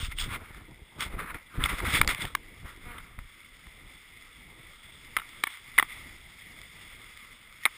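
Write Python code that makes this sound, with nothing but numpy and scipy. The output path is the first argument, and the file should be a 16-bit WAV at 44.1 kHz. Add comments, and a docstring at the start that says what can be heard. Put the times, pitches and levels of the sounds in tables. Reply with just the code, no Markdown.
"""A camera in a closed plastic housing rides a rescue sled down a snow slope, its glide hiss running throughout.
The first two and a half seconds are busy: cloth rubs as clumped clicks through the shell's resonances,
knocks ring the same modes, and jolts rumble and thump in low noise bands and decaying sines. A brief squeak
of even slips follows; later, over a stronger hiss, come sparse hard knocks, last just before the end.
The camera samples at 12 kHz and holds each sample, which mirrors the sound upward."""
import sys
import numpy as np
from scipy import signal
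from scipy.io import wavfile

SR = 44100
rng = np.random.default_rng(int(sys.argv[2]) if len(sys.argv) > 2 else 0)


def waveform_to_disk(signal):
    """Save audio, clipped to [-1, 1], as 16-bit WAV at the path in sys.argv[1]."""
    frames = np.transpose(np.atleast_2d(signal))
    scaled = np.clip(frames, -1, 1) * 32767
    samples = np.round(scaled).astype(np.int16)
    wavfile.write(sys.argv[1], SR, samples)


N = 342657

# knocks on the shell, levels before the drive:
# start_s, level_db, low_modes_db, high_modes_db, crack_db (top modes), contact_ms (time scale of the push)
KNOCKS = [(0.186, -28.5, 2, 19, -10, 2.2), (0.546, -39, 15, -1, -1, 2.2), (1.006, -26, -16, 11.5, 16, 3),
          (1.343, -26, 6, -4, -11, 4.3), (1.604, -38, 11, -8, -1, 2.5), (1.639, -16.5, 11, 14, -10, 1.1),
          (1.657, -12.5, 6, -21, -1, 4), (1.802, -20, 8, -4, -13, 2.4), (1.85, -28, 14, 0, -10, 3.7),
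          (2.014, -0.5, 7.5, -0.5, -5, 2.3), (2.047, -23, 10.5, 3, 4, 1.4), (2.076, -7, -6, -3, 13.5, 1.44),
          (2.147, -19, -1, -1, 2, 2.3), (2.219, -26, -3, 8, 12, 3.8), (2.252, -21, -9, 3.5, -1, 3.5),
          (2.35, -16.5, 14.5, 5.5, 7.5, 3.17), (2.981, -29, 6, 1, -14, 5.8),
          (3.189, -38, 17.5, 6, -11, 1.7), (3.669, -40, 13.5, 6, -4, 1.3), (5.167, -1.5, -2, -1, -8, 0.67),
          (5.17, -10, 6, -1, -19, 1.9), (5.186, -27, 10, 2, -14, 3), (5.196, -30, 9.5, 2, -12, 4.9),
          (5.218, -38, 18, -7, -4, 1.9), (5.437, -9, 8.5, 3, 2.5, 2.67), (5.469, -20.5, 5, -5, -19, 6.3),
          (5.539, -28, -12, -14, -7, 1.2), (5.572, -32, 3, -10, 0, 1.5), (5.779, -9, 4, -5, -11, 4.4),
          (5.785, 2, 0.5, -6.5, -21, 2.7), (5.796, -5.5, 7, -4, -10, 2.9),
          (5.826, -18.5, 18, 1.5, -13, 2.56), (7.63, -31.5, -21, -8, 0, 16), (7.654, 1, -1.5, 1, -21, 1.37),
          (7.66, -9.5, 6.5, -11, -12, 2.6)]
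# strokes of cloth on the shell, levels before the drive:
# loudest_s, rise_s, fall_s, level_db, low_modes_db, high_modes_db
RUBS = [(0.036, 0.18, 0.064, -42, 0, 7), (0.118, 0.024, 0.025, -37.5, -6, -9),
        (0.2, 0.033, 0.068, -32.5, -1.5, 6.5), (0.338, 0.066, 0.049, -35, -1, -6),
        (0.44, 0.12, 0.2, -52.5, 1.5, -6), (0.547, 0.022, 0.19, -56, 3.5, -5),
        (1.013, 0.026, 0.069, -32.5, -1, 1), (1.12, 0.18, 0.1, -46.5, -1.5, -10.5),
        (1.192, 0.022, 0.076, -48, 14.5, -1), (1.311, 0.075, 0.016, -44.5, 11, -9),
        (1.346, 0.016, 0.076, -44.5, -1, -9), (1.61, 0.021, 0.042, -41, 7.5, -11),
        (1.569, 0.071, 0.028, -47, 4, -6.5), (1.653, 0.038, 0.023, -32.5, 4.5, -0.5),
        (1.698, 0.025, 0.083, -31, -1, -5), (1.79, 0.086, 0.059, -40, -0.5, -2.5),
        (1.868, 0.089, 0.081, -36, -1, -6), (1.962, 0.078, 0.07, -27, -2, -2.5),
        (2.03, 0.013, 0.022, -59, -5, -19), (2.095, 0.021, 0.055, -24, -4, -5.5),
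        (2.224, 0.087, 0.082, -35, -3.5, -4), (2.685, 0.063, 0.071, -50.5, 7, -4),
        (2.96, 0.16, 0.069, -49, 3.5, -14), (3.06, 0.046, 0.3, -61.5, 7.5, -38),
        (5.5, 0.087, 0.23, -50.5, 0.5, 1), (5.93, .16, 0.12, -49, -5.5, -3)]
# how cloth damps and evens out the modes: width_factor (ratio), body_db, low_db, high_db, top_db
CLOTH = (1.204, 4.5, 7.16, 2.86, 3.2)
# jolts shaking the microphone, levels before the drive: time_s, rumble_db, brightness_db_per_octave
JOLTS = [(0.0, -20, -8), (0.02, -38.5, -10), (0.37, -46.5, 0), (0.49, -65, 2), (0.54, -46.5, -2.5),
         (0.95, -71, 3), (0.99, -47, -0.5), (1.31, -50, 0.5), (1.35, -34.5, -0.5), (1.4, -78.5, 6.5),
         (1.49, -65, 2), (1.59, -33, -4.5), (1.75, -41.5, 0.5), (2.02, -33, -0.5), (2.18, -51, 1),
         (2.25, -33.5, -0.5), (2.29, -50.5, -2), (2.58, -56.5, -4.5), (2.64, -44.5, -2.5),
         (2.68, -58.5, -0.5), (3.2, -52, -2.5), (3.3, -73, -12)]
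# single pushes on the shell: start_s, level_db (before decay), pitch_hz
THUMPS = [(0.028, -20, 70.5), (0.084, -21.5, 52.4), (0.548, -37, 45), (0.819, -32.5, 60), (1.09, -34, 51.1),
          (1.344, -42, 51.1), (1.582, -17, 112), (1.637, -15.5, 53), (1.871, -23.5, 74.5), (1.981, -27, 40),
          (2.071, -34, 51.7), (2.615, -41, 70), (2.632, -33, 150), (3.148, -40, 51.4), (3.669, -34, 51.7),
          (5.784, -47, 363), (5.825, -33, 282), (7.66, -43, 294)]
# spectrum of the rumble, before brightness: pitch_hz, density_db (per Hz)
RUMBLE_COLOUR = [(12, 17), (20, 9), (151, -4), (281, -7.5), (315, -9), (419, -12), (491, -17), (900, -15.5),
                 (1170, -55), (1980, -120)]
# the glide over snow: time_s, hiss_db
GLIDE = [(0.0, -59.5), (0.87, -57), (1.4, -56), (2.4, -52), (3.12, -54), (4.36, -51), (4.99, -50.5),
         (5.31, -47.5), (5.6, -51), (5.99, -46.5), (6.32, -50.5), (7.2, -47.5), (7.51, -52), (7.77, -46)]
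# resonances of the housing, before the touch colours them: pitch_hz, width_hz, level_db
HOUSING = [(300, 424, -22.5), (681, 625, -25), (933, 180, -18), (1244, 470, -7.5), (1756, 620, -12),
           (2087, 368, 2.5), (2763, 856, -11), (3418, 410, -3), (4560, 4000, -29), (5064, 1100, -13)]

# how strongly each contact drives its sound (dB)
KNOCK_DRIVE_DB, RUB_DRIVE_DB, JOLT_DRIVE_DB = 12, 15, 21.5
RISE_LEAD_S = .0008  # contact begins this long before the listed start
# each knock rattles twice more: softer, at uneven gaps around this mean
RATTLE_GAP_S, RATTLE_DB, RATTLE_LOSS_DB, RATTLE_MS = .013, -31, 4.5, 7.6
STROKE_FADE_DB, STROKE_CURVE = 19.5, 1.47  # loss after one rise or fall time; 1 = pointed, 2 = rounded
# squeak: slips per second at its start and end; level drives the slips
SQUEAK_S, SQUEAK_LENGTH_S, SQUEAK_HZ, SQUEAK_END_HZ, SQUEAK_DB = 2.845, .11, 243, 234, -18
TICKS_PER_S, TICK_DB = 20, 18.5  # icy lumps tick against the hull: mean rate, strength in the crush
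DRONE_DB, DRONE_FOLLOWS = -55.5, 0.76  # drone at mean glide; share of the hiss's swing in dB
SAMPLING_HZ, CUTOFF_HZ = 12000, 15330


def knocks():
    """Each knock is a push of a few ms on every mode, in a phase of its own, with chatter on top."""
    force, favour = np.zeros((len(HOUSING), N)), np.zeros((3, N))
    chance = rng.uniform(-0.98, 1, (len(KNOCKS), 3, len(HOUSING), 603))
    age, hz = np.arange(600) / SR, np.array(HOUSING)[:, :1]
    for (s, level_db, *favour_db, contact_ms), draws in zip(KNOCKS, chance):
        for again, draw in enumerate(draws):
            gap_s = RATTLE_GAP_S * (1 + .3 * draw[0, 0])
            start = round((s - RISE_LEAD_S + again * gap_s) * SR)
            at = slice(start, start + 600)
            blow_db, length_ms = level_db, contact_ms
            if again:
                blow_db = level_db + RATTLE_DB - RATTLE_LOSS_DB * (again - 1) + 3 * draw[1, 0]
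                length_ms = RATTLE_MS
            part = age * 1000 / max(length_ms, .2)
            # a rounded push, then a faint buzz as the parts settle
            contact = part ** 1.5 * np.exp(-2.6 * part ** 1.5)
            contact = contact + .015 * np.exp(-age / .005)
            detuned_hz = hz * (1 + 0.17 * draw[:, 1:2])
            tone = np.sin(2 * np.pi * detuned_hz * age + np.pi * draw[:, 2:3])
            chatter = 3.28 * draw[:, 3:]
            force[:, at] += from_db(blow_db + KNOCK_DRIVE_DB) * (tone + chatter) * contact
            favour[:, at] = np.c_[favour_db]
    low_db, high_db, crack_db = favour
    return housing(force, (low_db - 1.5, low_db, high_db, crack_db), wider=1.4)  # low blows also move the body


def rubs():
    """Threads catch and slip: dense uneven clicks in clumps, under each stroke."""
    press, low_db, high_db = strokes()
    wider, body_db, low_lift_db, high_lift_db, top_lift_db = CLOTH
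    sizes = from_db(2.15 * np.minimum(rng.exponential(1, (2, N)), 5)) * rng.choice([-1, 1], (2, N))
    clicks = rng.random((2, N)) < 6000 / SR  # 6000 a second on average
    clumps = from_db(0.65 * drift(63) + 2.0 * drift(24))
    slips = rms_one(sizes * clicks * clumps)
    favour_db = low_db + body_db, low_db + low_lift_db, high_db + high_lift_db, high_db + top_lift_db
    return housing(press * from_db(RUB_DRIVE_DB) * slips, favour_db, wider, patchy_db=1.5)


def strokes():
    """Each stroke swells and fades; where strokes overlap their colours blend by strength."""
    t, (gain, low, high) = np.arange(N) / SR, np.full((3, N), 1e-9)
    for s, rise, fall, level_db, low_db, high_db in RUBS:
        away = np.where(t < s, (s - t) / max(rise, .004), (t - s) / max(fall, .004))
        press = from_db(level_db - STROKE_FADE_DB * np.minimum(away, 8) ** STROKE_CURVE)
        gain, low, high = gain + press, low + press * low_db, high + press * high_db
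    return gain, low / gain, high / gain


def squeak():
    """Cloth sticks and slips evenly, slowing a little, and rings the low modes of the shell."""
    part = np.clip((np.arange(N) / SR - SQUEAK_S) / SQUEAK_LENGTH_S, 0, 1)
    turns = np.cumsum(SQUEAK_HZ + (SQUEAK_END_HZ - SQUEAK_HZ) * part ** 2) / SR
    slips = np.diff(np.floor(turns), prepend=0)  # one click per whole turn
    slips = slips * np.sin(np.pi * part) ** .5
    return housing(from_db(SQUEAK_DB) * slips[None, :], (30, 17, -8, -12))


def jolts():
    """Bumps shake the microphone: lumpy rumble, and single pushes that swing once or twice."""
    level_db, bright = in_time(JOLTS, -107)
    out = from_db(level_db + JOLT_DRIVE_DB) * rumble(bright, lumpy_db=5.0, swell_db=2.04)
    age = np.arange(2000) / SR
    for s, push_db, hz in THUMPS:
        at = round(s * SR)
        out[at:at + 2000] -= from_db(push_db) * np.sin(2 * np.pi * hz * age) * np.exp(-1.8 * hz * age)
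    return out


def glide():
    """Snow crystals crushed under the hull: dense, slightly grainy hiss over a low drone."""
    hiss_db, = in_time(GLIDE, -50)
    drone_db = DRONE_DB + DRONE_FOLLOWS * (hiss_db - hiss_db.mean())
    crush = rng.standard_normal((2, N)) * from_db(1.0 * drift(23) + 0.077 * drift(2.9))
    ticks = rng.laplace(size=N) * (rng.random(N) < TICKS_PER_S / SR)
    crush = crush + from_db(TICK_DB) * ticks
    hiss = from_db(hiss_db) * rms_one(housing(crush, patchy_db=-1.17))
    drone = from_db(drone_db) * rms_one(rumble(0, lumpy_db=1.0, swell_db=2.86))
    return hiss + drone


def rumble(bright, lumpy_db, swell_db):
    """Low noise in half-octave bands, in quick lumps and slow swells; bright tilts it about 60 Hz."""
    hz, colour_db = np.transpose(RUMBLE_COLOUR)
    edges, white = 16 * 2 ** np.arange(0, 6.1, .5), rng.standard_normal((2, N))
    out, together_db = 0, lumpy_db * drift(24.7) + swell_db * drift(1.65)
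    for k, (low, high) in enumerate(zip(edges, edges[1:])):
        mid = np.sqrt(low * high)
        band = signal.sosfilt(signal.butter(2, [low, high], "band", fs=SR, output="sos"), white[k % 2])
        band_db = np.interp(np.log(mid), np.log(hz), colour_db) + bright * np.log2(mid / 60)
        out = out + band * from_db(band_db + together_db + 2.85 * drift(15.8))
    return out


def housing(force, favour_db=(0, 0, 0, 0), wider=1, patchy_db=0):
    """The shell rings in its modes; where and how it is touched favours body, low, high or top modes."""
    out = np.zeros(N)
    body_db, low_db, high_db, top_db = favour_db
    for k, (hz, width, level_db) in enumerate(HOUSING):
        r = np.exp(-np.pi * width * wider / SR)
        group = np.searchsorted([850, 1800, 2500, 4000], hz)  # borders between mode groups, Hz
        group_db = [body_db, low_db, 0, high_db, top_db][group]
        push = force[k % len(force)] * from_db(level_db + group_db + patchy_db * drift(5.0))
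        mode = [(1 - r * r) / 2, 0, (r * r - 1) / 2, 1, -2 * r * np.cos(2 * np.pi * hz / SR), r * r]
        out += signal.sosfilt([mode, mode], push + 1e-18)  # twice through: steep flanks
    return out


def from_db(db):
    """Decibels to gain."""
    return 10 ** (np.asarray(db) / 20)


def rms_one(x):
    """Scaled to rms 1."""
    return x / np.sqrt(np.mean(x ** 2) + 1e-20)


def in_time(rows, rest):
    """Columns of a curve, sample by sample; the first column rests after its end."""
    t = np.arange(N) / SR
    s, *columns = np.transpose(rows)
    out = [np.interp(t, s, c) for c in columns]
    out[0] = np.where(t <= s[-1], out[0], rest)
    return out


def drift(rate):
    """Slow chance of spread 1: noise twice through a one-pole low-pass at rate Hz."""
    r = np.exp(-20 * np.pi * rate / SR)  # made at a tenth of SR
    noise = rng.standard_normal(N // 10 + 8002)
    slow = signal.lfilter([1], [1, -2 * r, r * r], noise)[8000:]  # run-in dropped
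    return np.interp(np.arange(N) / 10, np.arange(len(slow)), rms_one(slow))


def scene():
    """All that reaches the microphone inside the housing."""
    return (glide() + jolts() + rubs() + knocks() + squeak())[None, :]


def record(dry):
    """Peaks rounded, band-limited, sampled at 12 kHz, each sample held four ticks of 48 kHz; then the top is cut."""
    no_subsonic = signal.sosfilt(signal.butter(2, 22, "high", fs=SR, output="sos"), dry)
    rounded = 0.86 * np.tanh(no_subsonic / 0.99)
    smooth = signal.sosfilt(signal.butter(8, 5350, fs=SR, output="sos"), rounded)
    sampled = signal.resample_poly(smooth, SAMPLING_HZ // 300, SR // 300, axis=1)
    held = np.repeat(sampled, 4, axis=1)
    held = signal.resample_poly(held, 147, 160, axis=1)[:, :N]  # 48 kHz back to SR
    held = np.pad(held, ((0, 0), (0, N - held.shape[1])))
    return signal.sosfilt(signal.ellip(12, .3, 60, CUTOFF_HZ, fs=SR, output="sos"), held)


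dry = scene()
out = record(dry)
waveform_to_disk(out)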